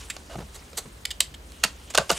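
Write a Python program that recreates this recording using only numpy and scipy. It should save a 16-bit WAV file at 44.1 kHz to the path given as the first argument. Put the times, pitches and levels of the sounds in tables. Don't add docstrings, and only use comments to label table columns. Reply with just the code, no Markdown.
import sys
import numpy as np
from scipy import signal
from scipy.io import wavfile

SR = 44100
rng = np.random.default_rng(int(sys.argv[2]) if len(sys.argv) > 2 else 0)


def generate_wav(sig):
    pcm = np.round(np.clip(np.atleast_2d(sig).T, -1, 1) * 32767).astype(np.int16)
    wavfile.write(sys.argv[1], SR, pcm)


def invert_db(level):
    return 10 ** (np.asarray(level, dtype=float) / 20)


N = 96270

# start in seconds, rise in seconds, hold in seconds, level in dB,
# tilt in dB per octave.
CATCH_EVENTS = [
    (1.2025, 0.0026, 0.00066, -9, 0),
    (1.2135, 0.0013, 0.0036, -32, 2),
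]
PIERCE_EVENTS = [
    (1.631, 0.004, .0005, -25, -7),
    (1.6362, 0.00079, 0.0019, -9.5, 1),
    (1.6415, 0.00084, 0.0026, -22, 4.5),
    (1.6462, 0.00068, 0.0016, -19, -1.5),
]
TEAR_EVENTS = [(.1652, 0.00036, 0.00044, -31.5, 0), (.292, 0.005, 0.0506, -45.5, -5),
               (1.935, 0.0043, 0.0022, -35, -1), (1.9445, 0.0041, 0.00079, -20.5, -2),
               (1.9505, 0.0012, 0.0018, -17, -0.5), (1.975, 0.00076, 0.0011, -9.5, -0.5),
               (1.9825, 0.001, 0.00063, -10.5, -2.5), (2.093, 0.00095, 0.0068, -23, -2.5),
               (2.101, 0.0023, 0.0018, -13.5, -2), (2.121, .002, 0.01, -31, 0)]
SNAG_EVENTS = [
    (1.1045, 0.00083, 0.0012, -28, 0),
    (1.109, 0.0016, 0.005, -28.5, 0.5),
    (1.339, 0.0013, 0.0081, -40.5, -3.5),
]
FLICK_EVENTS = [
    (1.051, 0.0021, 0.0039, -22, 0),
    (1.519, 0.00052, 0.0011, -41.5, 2.5),
]
TICK_EVENTS = [(.0985, 0.00096, 0.0051, -27.5, -0.5), (.387, 0.00058, 0.0016, -48, -10),
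               (1.9035, 0.0013, 0.0012, -35.5, 6.5), (2.8, .0006, .003, -39, 6),
               (0.62, .0005, .001, -49.5, -11)]
DRAG_EVENTS = [(0.5435, .001, .004, -44, 3), (0.5515, 0.0018, 0.0098, -41.5, 1.5),
               (0.767, 0.009, 0.011, -26.5, 2.5), (1.9, 0.0011, 0.0055, -39, 0.5),
               (2.112, .0004, .0008, -22.5, 6)]
THUMP_EVENTS = [(.165, 0.00045, 0.00059, -33.5, -3), (.3555, 0.0003, 0.002, -31, -15),
                (.4015, 0.00091, 0.0076, -37, -42), (.412, 0.00073, 0.013, -43, -11),
                (.729, 0.0026, 0.0012, -38.5, 7), (1.946, 0.0022, 0.0038, -23.5, 14),
                (1.9842, 0.00075, 0.001, -31, -17), (1.99, 0.0013, 0.028, -31, -2),
                (2.106, 0.001, 0.0009, -36, 9), (2.116, 0.001, 0.0054, -28, -3),
                (1.903, 0.0007, 0.0022, -57, 4), (.293, 0.0027, 0.059, -47, -5),
                (1.205, 0.0014, 0.00093, -34, -2)]
THUD_EVENTS = [(.355, 0.0019, 0.0055, -32, -1), (.381, 0.0034, 0.0086, -32.5, -24),
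               (.41, 0.0055, 0.019, -41, 5), (.853, 0.0022, 0.0071, -39.5, 6),
               (1.643, 0.0016, 0.0039, -34, 12.5), (1.984, 0.00062, 0.0084, -30.5, 6),
               (2.106, 0.002, 0.017, -33.5, 23)]

# broad colour rows of Hz and dB per Hz, resonance rows of Hz, width in Hz
# and dB, then fall T60 in seconds, resonance share in dB, left lead in dB.
CATCH_BODY = ([(300, -22.5), (900, -16.5), (2030, -10), (3500, -1), (7950, -12), (11500, -14.5),
               (16000, -46)], [(3080, 190, 0.5), (3830, 150, 0.5), (5200, 510, -22), (7950, 840, 6)],
               0.02, 3.8, -2.4)
PIERCE_BODY = ([(420, -35), (600, -5.5), (1400, -3), (3950, -7), (7200, -10), (10500, -15), (16000, -52)],
                [(638, 50, -7), (1370, 140, -5.5), (2710, 100, 5.5), (4440, 270, 2.5), (5390, 340, 2.5),
                (7350, 460, -10.5)], 0.014, -0.32, -2.6)
TEAR_BODY = ([(600, 0), (2100, -7), (4460, -1), (7830, -2.5), (11000, -34), (16000, -62)],
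              [(1520, 130, -6.5), (2870, 300, 1), (4520, 490, -4.5), (7350, 770, -8), (9060, 530, -3.5)],
              0.013, -1.2, -2.8)
SNAG_BODY = ([(900, -26), (1500, -12), (3000, 1), (7950, -8), (11500, -25), (16000, -46)],
              [(1820, 160, -9.5), (3150, 260, 4), (5160, 640, -3), (6470, 400, -8), (7700, 440, -0.5),
              (11000, 480, -17)], 0.02, 3.2, -2)
FLICK_BODY = ([(1400, -19), (2200, 0), (5070, -1), (11000, -23), (16000, -39)], [(2435, 210, 1),
               (3330, 250, -10), (4270, 230, 3.5), (5320, 140, 1.5), (7100, 1000, 0), (10300, 480, -4)],
               0.009, 2.3, -2.4)
TICK_BODY = ([(1200, -22), (2060, 8.5), (5070, -3), (11000, -30.5), (16000, -48)], [(1460, 110, -5),
              (1947, 360, 1.5), (2420, 140, 0.5), (3700, 100, -1.5), (4540, 470, 2), (7430, 780, 8.5)],
              0.043, 4.2, -2.4)
DRAG_BODY = ([(350, 1.5), (1100, -4.5), (2800, -12.5), (4000, -40), (5300, -10), (8000, -9), (16000, -35)],
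              [(4280, 1200, 19.5), (5560, 300, -8), (7580, 570, 11.5), (11100, 500, -32)], 0.038, -1, -2.1)
PAD_BODY = ([(300, -9.5), (480, 1), (700, 6.5), (1300, 9), (2500, -10.5), (5000, -5)], [(549, 94, 12),
             (655, 92, 11), (1303, 510, -1.5)], 0.013, 4.4, -0.37)
TABLE_BODY = ([(90, 15.5), (150, 8), (280, -4), (500, -13)], [(145, 30.7, 3.5), (209.5, 16, -1)],
               0.034, 9.6, -.1)

# start in seconds, contact in seconds, level in dB.
KNOCK_EVENTS = [(1.9812, .0005, -4.5), (1.9832, 0.00027, -12), (2.1023, 0.00044, -9.5),
                (2.1046, 0.00048, -6), (2.115, .0005, -13.5), (.3546, 0.00083, -21.5),
                (.1652, 0.00092, -32)]
# frequency in Hz, level in dB, T60 in seconds.
EDGE_MODES = [(626, -6, 0.013), (695, -5.5, 0.027), (1207, -6.5, 0.036), (1480, -2.5, 0.024),
              (2840, -6, 0.011), (4260, -25, 0.009)]
# time in seconds, level in dB.
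SCRAPE_LEVEL = [(1.5, -78), (1.52, -56.5), (1.62, -58.5), (1.78, -65.5), (1.88, -55.5), (2.1, -60),
                (2.14, -46), (2.18, -40)]
# time in seconds, level in dB.
SLIDE_LEVEL = [(0, -42.5), (.08, -51.5), (.26, -54), (.34, -52.5), (.5, -54), (.58, -51.5), (.68, -55),
               (.85, -53.5), (1.0, -56), (1.45, -58.5), (1.55, -56), (1.88, -55), (2.08, -50),
               (2.13, -44.5), (2.18, -36)]
# frequency in Hz, level in dB per Hz.
SLIDE_COLOUR = [(300, -2), (600, -0.5), (1500, -0.5), (3000, 0), (5500, -2), (8000, 1.5), (11000, -10),
                (16000, -27)]
# frequency in Hz, level in dB.
AIR_COLOUR = [(20, -22), (55, -9.5), (110, -11), (400, -16), (700, -22), (5500, -38), (8000, -44.5),
              (16500, -38)]
# frequency in Hz, side minus mid in dB.
AIR_SIDE = [(60, -33), (240, -12.5), (950, 2), (3770, 4), (15000, -12)]
# frequency in Hz, width in Hz, level in dB.
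HUM_MODES = [(52.6, 24.5, -49), (70.2, 10.6, -52.5)]

EDGES_HZ = 22 * 2 ** np.arange(0, 9.7, .4)
CRACKS_PER_S, CRACK_SPREAD_DB, MODE_CHANCE_DB = 14000, 4, 0.8
SETTLE_DB, SETTLE_T60_S = -19, .14
ROOM_DB, ROOM_T60_S, ROOM_SIDE_DB, WALL_CUT_HZ = -18.5, 0.18, -7, 7800
LATE_DB, LATE_T60_S = -19, 0.29


def rms_one(x):
    return x / np.sqrt(np.mean(x ** 2) + 1e-20)


def at_hz(points, hz):
    p = np.array(points)
    octaves_outside = max(np.log2(p[0, 0] / hz), np.log2(hz / p[-1, 0]), 0)
    return np.interp(np.log(hz), np.log(p[:, 0]), p[:, 1]) - 30 * octaves_outside


def bands():
    return [(np.sqrt(low * high), signal.butter(2, [low, high], "band", fs=SR, output="sos"))
            for low, high in zip(EDGES_HZ, EDGES_HZ[1:])]


def resonate(x, hz, width):
    r = np.exp(-np.pi * width / SR)
    feedback = [1, -2 * r * np.cos(2 * np.pi * hz / SR), r * r]
    return signal.lfilter(np.array([1, 0, -1]) * (1 - r * r) / 2, feedback, x)


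def lean_left(x, left_db):
    return x * invert_db([[left_db / 2], [-left_db / 2]])


def cracks(size):
    size_db = CRACK_SPREAD_DB * np.minimum(rng.exponential(1, size), 4)
    clicks = invert_db(size_db) * rng.choice([-1, 1], size)
    return rms_one(clicks * (rng.random(size) < CRACKS_PER_S / SR))


def struck(events, body):
    colour, peaks, fall_t60, ring_db, left_db = body
    out = np.zeros(N + SR)
    t = np.arange(SR // 8) / SR
    bank = bands()
    centre_hz = np.exp(np.mean(np.log([peak[0] for peak in peaks])))
    for start, rise, hold, db, tilt in events:
        after = np.maximum(t - rise - hold, 0)
        swell = np.clip(t / max(rise, 1e-4), 0, 1) ** 2
        shape = swell * invert_db(-60 * after / fall_t60)
        settle = swell * invert_db(SETTLE_DB - 60 * after / SETTLE_T60_S)
        spray = [cracks(len(t)) + 1e-18 for _ in range(2)]
        broad = 0
        for k, (hz, sos) in enumerate(bank):
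            if hz > 60:
                band = rms_one(signal.sosfilt(sos, (shape + settle) * spray[k % 2]))
                band_db = at_hz(colour, hz) + tilt * np.log2(hz / centre_hz)
                broad = broad + invert_db(band_db) * np.sqrt(hz) * band
        rings = 0
        for k, (hz, width, peak_db) in enumerate(peaks):
            ring = rms_one(resonate(shape * spray[k % 2] + 1e-18, hz, width))
            mode_db = peak_db + tilt * np.log2(hz / centre_hz) + MODE_CHANCE_DB * rng.normal()
            rings = rings + (-1) ** k * invert_db(mode_db) * ring
        sound = rms_one(rms_one(broad) + invert_db(ring_db) * rms_one(rings))
        i = int(start * SR)
        out[i:i + len(t)] += invert_db(db) * sound * np.sqrt(np.mean(shape ** 2))
    return lean_left(out[:N], left_db)


def knocks():
    out = np.zeros(N + SR)
    t = np.arange(SR // 8) / SR
    ring = sum(invert_db(db - 60 * t / t60) * np.sin(2 * np.pi * hz * t) for hz, db, t60 in EDGE_MODES)
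    for start, contact, db in KNOCK_EVENTS:
        push = np.sin(np.pi * np.clip(t / max(contact, 1e-4), 0, 1))
        i = int(start * SR)
        out[i:i + len(t)] -= invert_db(db) * signal.fftconvolve(ring, push)[:len(t)] / push.sum()
    low_cut = signal.butter(2, 430, "high", fs=SR, output="sos")
    return signal.sosfilt(low_cut, out[:N] + 1e-18)


def scrape():
    s, db = np.transpose(SCRAPE_LEVEL)
    creep = rms_one(resonate(cracks(N), hz=2990, width=460))
    return creep * invert_db(np.interp(np.arange(N) / SR, s, db))


def drift(rate):
    r = np.exp(-2 * np.pi * rate / SR)
    return rms_one(signal.lfilter([1], [1, -2 * r, r * r], rng.standard_normal(N + SR))[SR:])


def slide():
    s, db = np.transpose(SLIDE_LEVEL)
    grain = [1.67 * cracks(N) + rng.standard_normal(N) for _ in range(2)]
    hiss = 0
    for k, (hz, sos) in enumerate(bands()):
        if hz > 150:
            patchy_db = at_hz(SLIDE_COLOUR, hz) + 2.3 * drift(24)
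            hiss = hiss + invert_db(patchy_db) * signal.sosfilt(sos, grain[k % 2])
    pressure_db = np.interp(np.arange(N) / SR, s, db) + 0.5
    return lean_left(rms_one(hiss) * invert_db(pressure_db), -0.4)


def room(x):
    t = np.arange(SR // 2) / SR
    decay = invert_db(-60 * t / ROOM_T60_S) + invert_db(LATE_DB - 60 * t / LATE_T60_S)
    decay = decay * np.clip(t / 0.014, 0, 1)
    walls = signal.butter(1, WALL_CUT_HZ, fs=SR, output="sos")
    mid, side = signal.sosfilt(walls, rng.standard_normal((2, len(t)))) * decay
    scale = invert_db(ROOM_DB) / np.sqrt(np.sum(mid ** 2))
    side = invert_db(ROOM_SIDE_DB) * signal.sosfilt(signal.butter(1, 300, "high", fs=SR, output="sos"), side)
    return scale * np.array([signal.fftconvolve(x, mid + way * side)[:N] for way in (1, -1)])


def hum():
    drone = 0
    for hz, width, db in HUM_MODES:
        once = resonate(rng.standard_normal(N + SR), hz, width)
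        drone = drone + invert_db(db) * rms_one(resonate(once, hz, width)[SR:])
    return drone


def air():
    white = rng.standard_normal((2, 2, N + SR))
    mid, side = 0, 0
    for k, (hz, sos) in enumerate(bands()):
        m, d = invert_db(at_hz(AIR_COLOUR, hz)) * signal.sosfilt(sos, white[k % 2])[:, SR:]
        mid = mid + m
        side = side + d * invert_db(at_hz(AIR_SIDE, hz))
    return invert_db(-51.5) / np.std(mid) * (mid + side * np.array([[1], [-1]]))


def scene():
    blade = (struck(CATCH_EVENTS, CATCH_BODY) + struck(PIERCE_EVENTS, PIERCE_BODY)
             + struck(TEAR_EVENTS, TEAR_BODY) + struck(SNAG_EVENTS, SNAG_BODY))
    film = (struck(FLICK_EVENTS, FLICK_BODY) + struck(TICK_EVENTS, TICK_BODY)
            + struck(DRAG_EVENTS, DRAG_BODY))
    pushes = struck(THUMP_EVENTS, PAD_BODY) + struck(THUD_EVENTS, TABLE_BODY) + knocks()
    near = blade + film + pushes + scrape() + slide()
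    return near + room(near.mean(axis=0)) + air() + hum()


def roll_off(x):
    return signal.sosfilt(signal.butter(12, 16660, fs=SR, output="sos"), x)


def record(dry):
    rounded = 1.6 * np.tanh(dry / 1.6)
    top_cut = signal.cheby2(10, 50, 16600, fs=SR, output="sos")
    return roll_off(signal.sosfilt(top_cut, rounded))


dry = scene()
out = record(dry)
generate_wav(out)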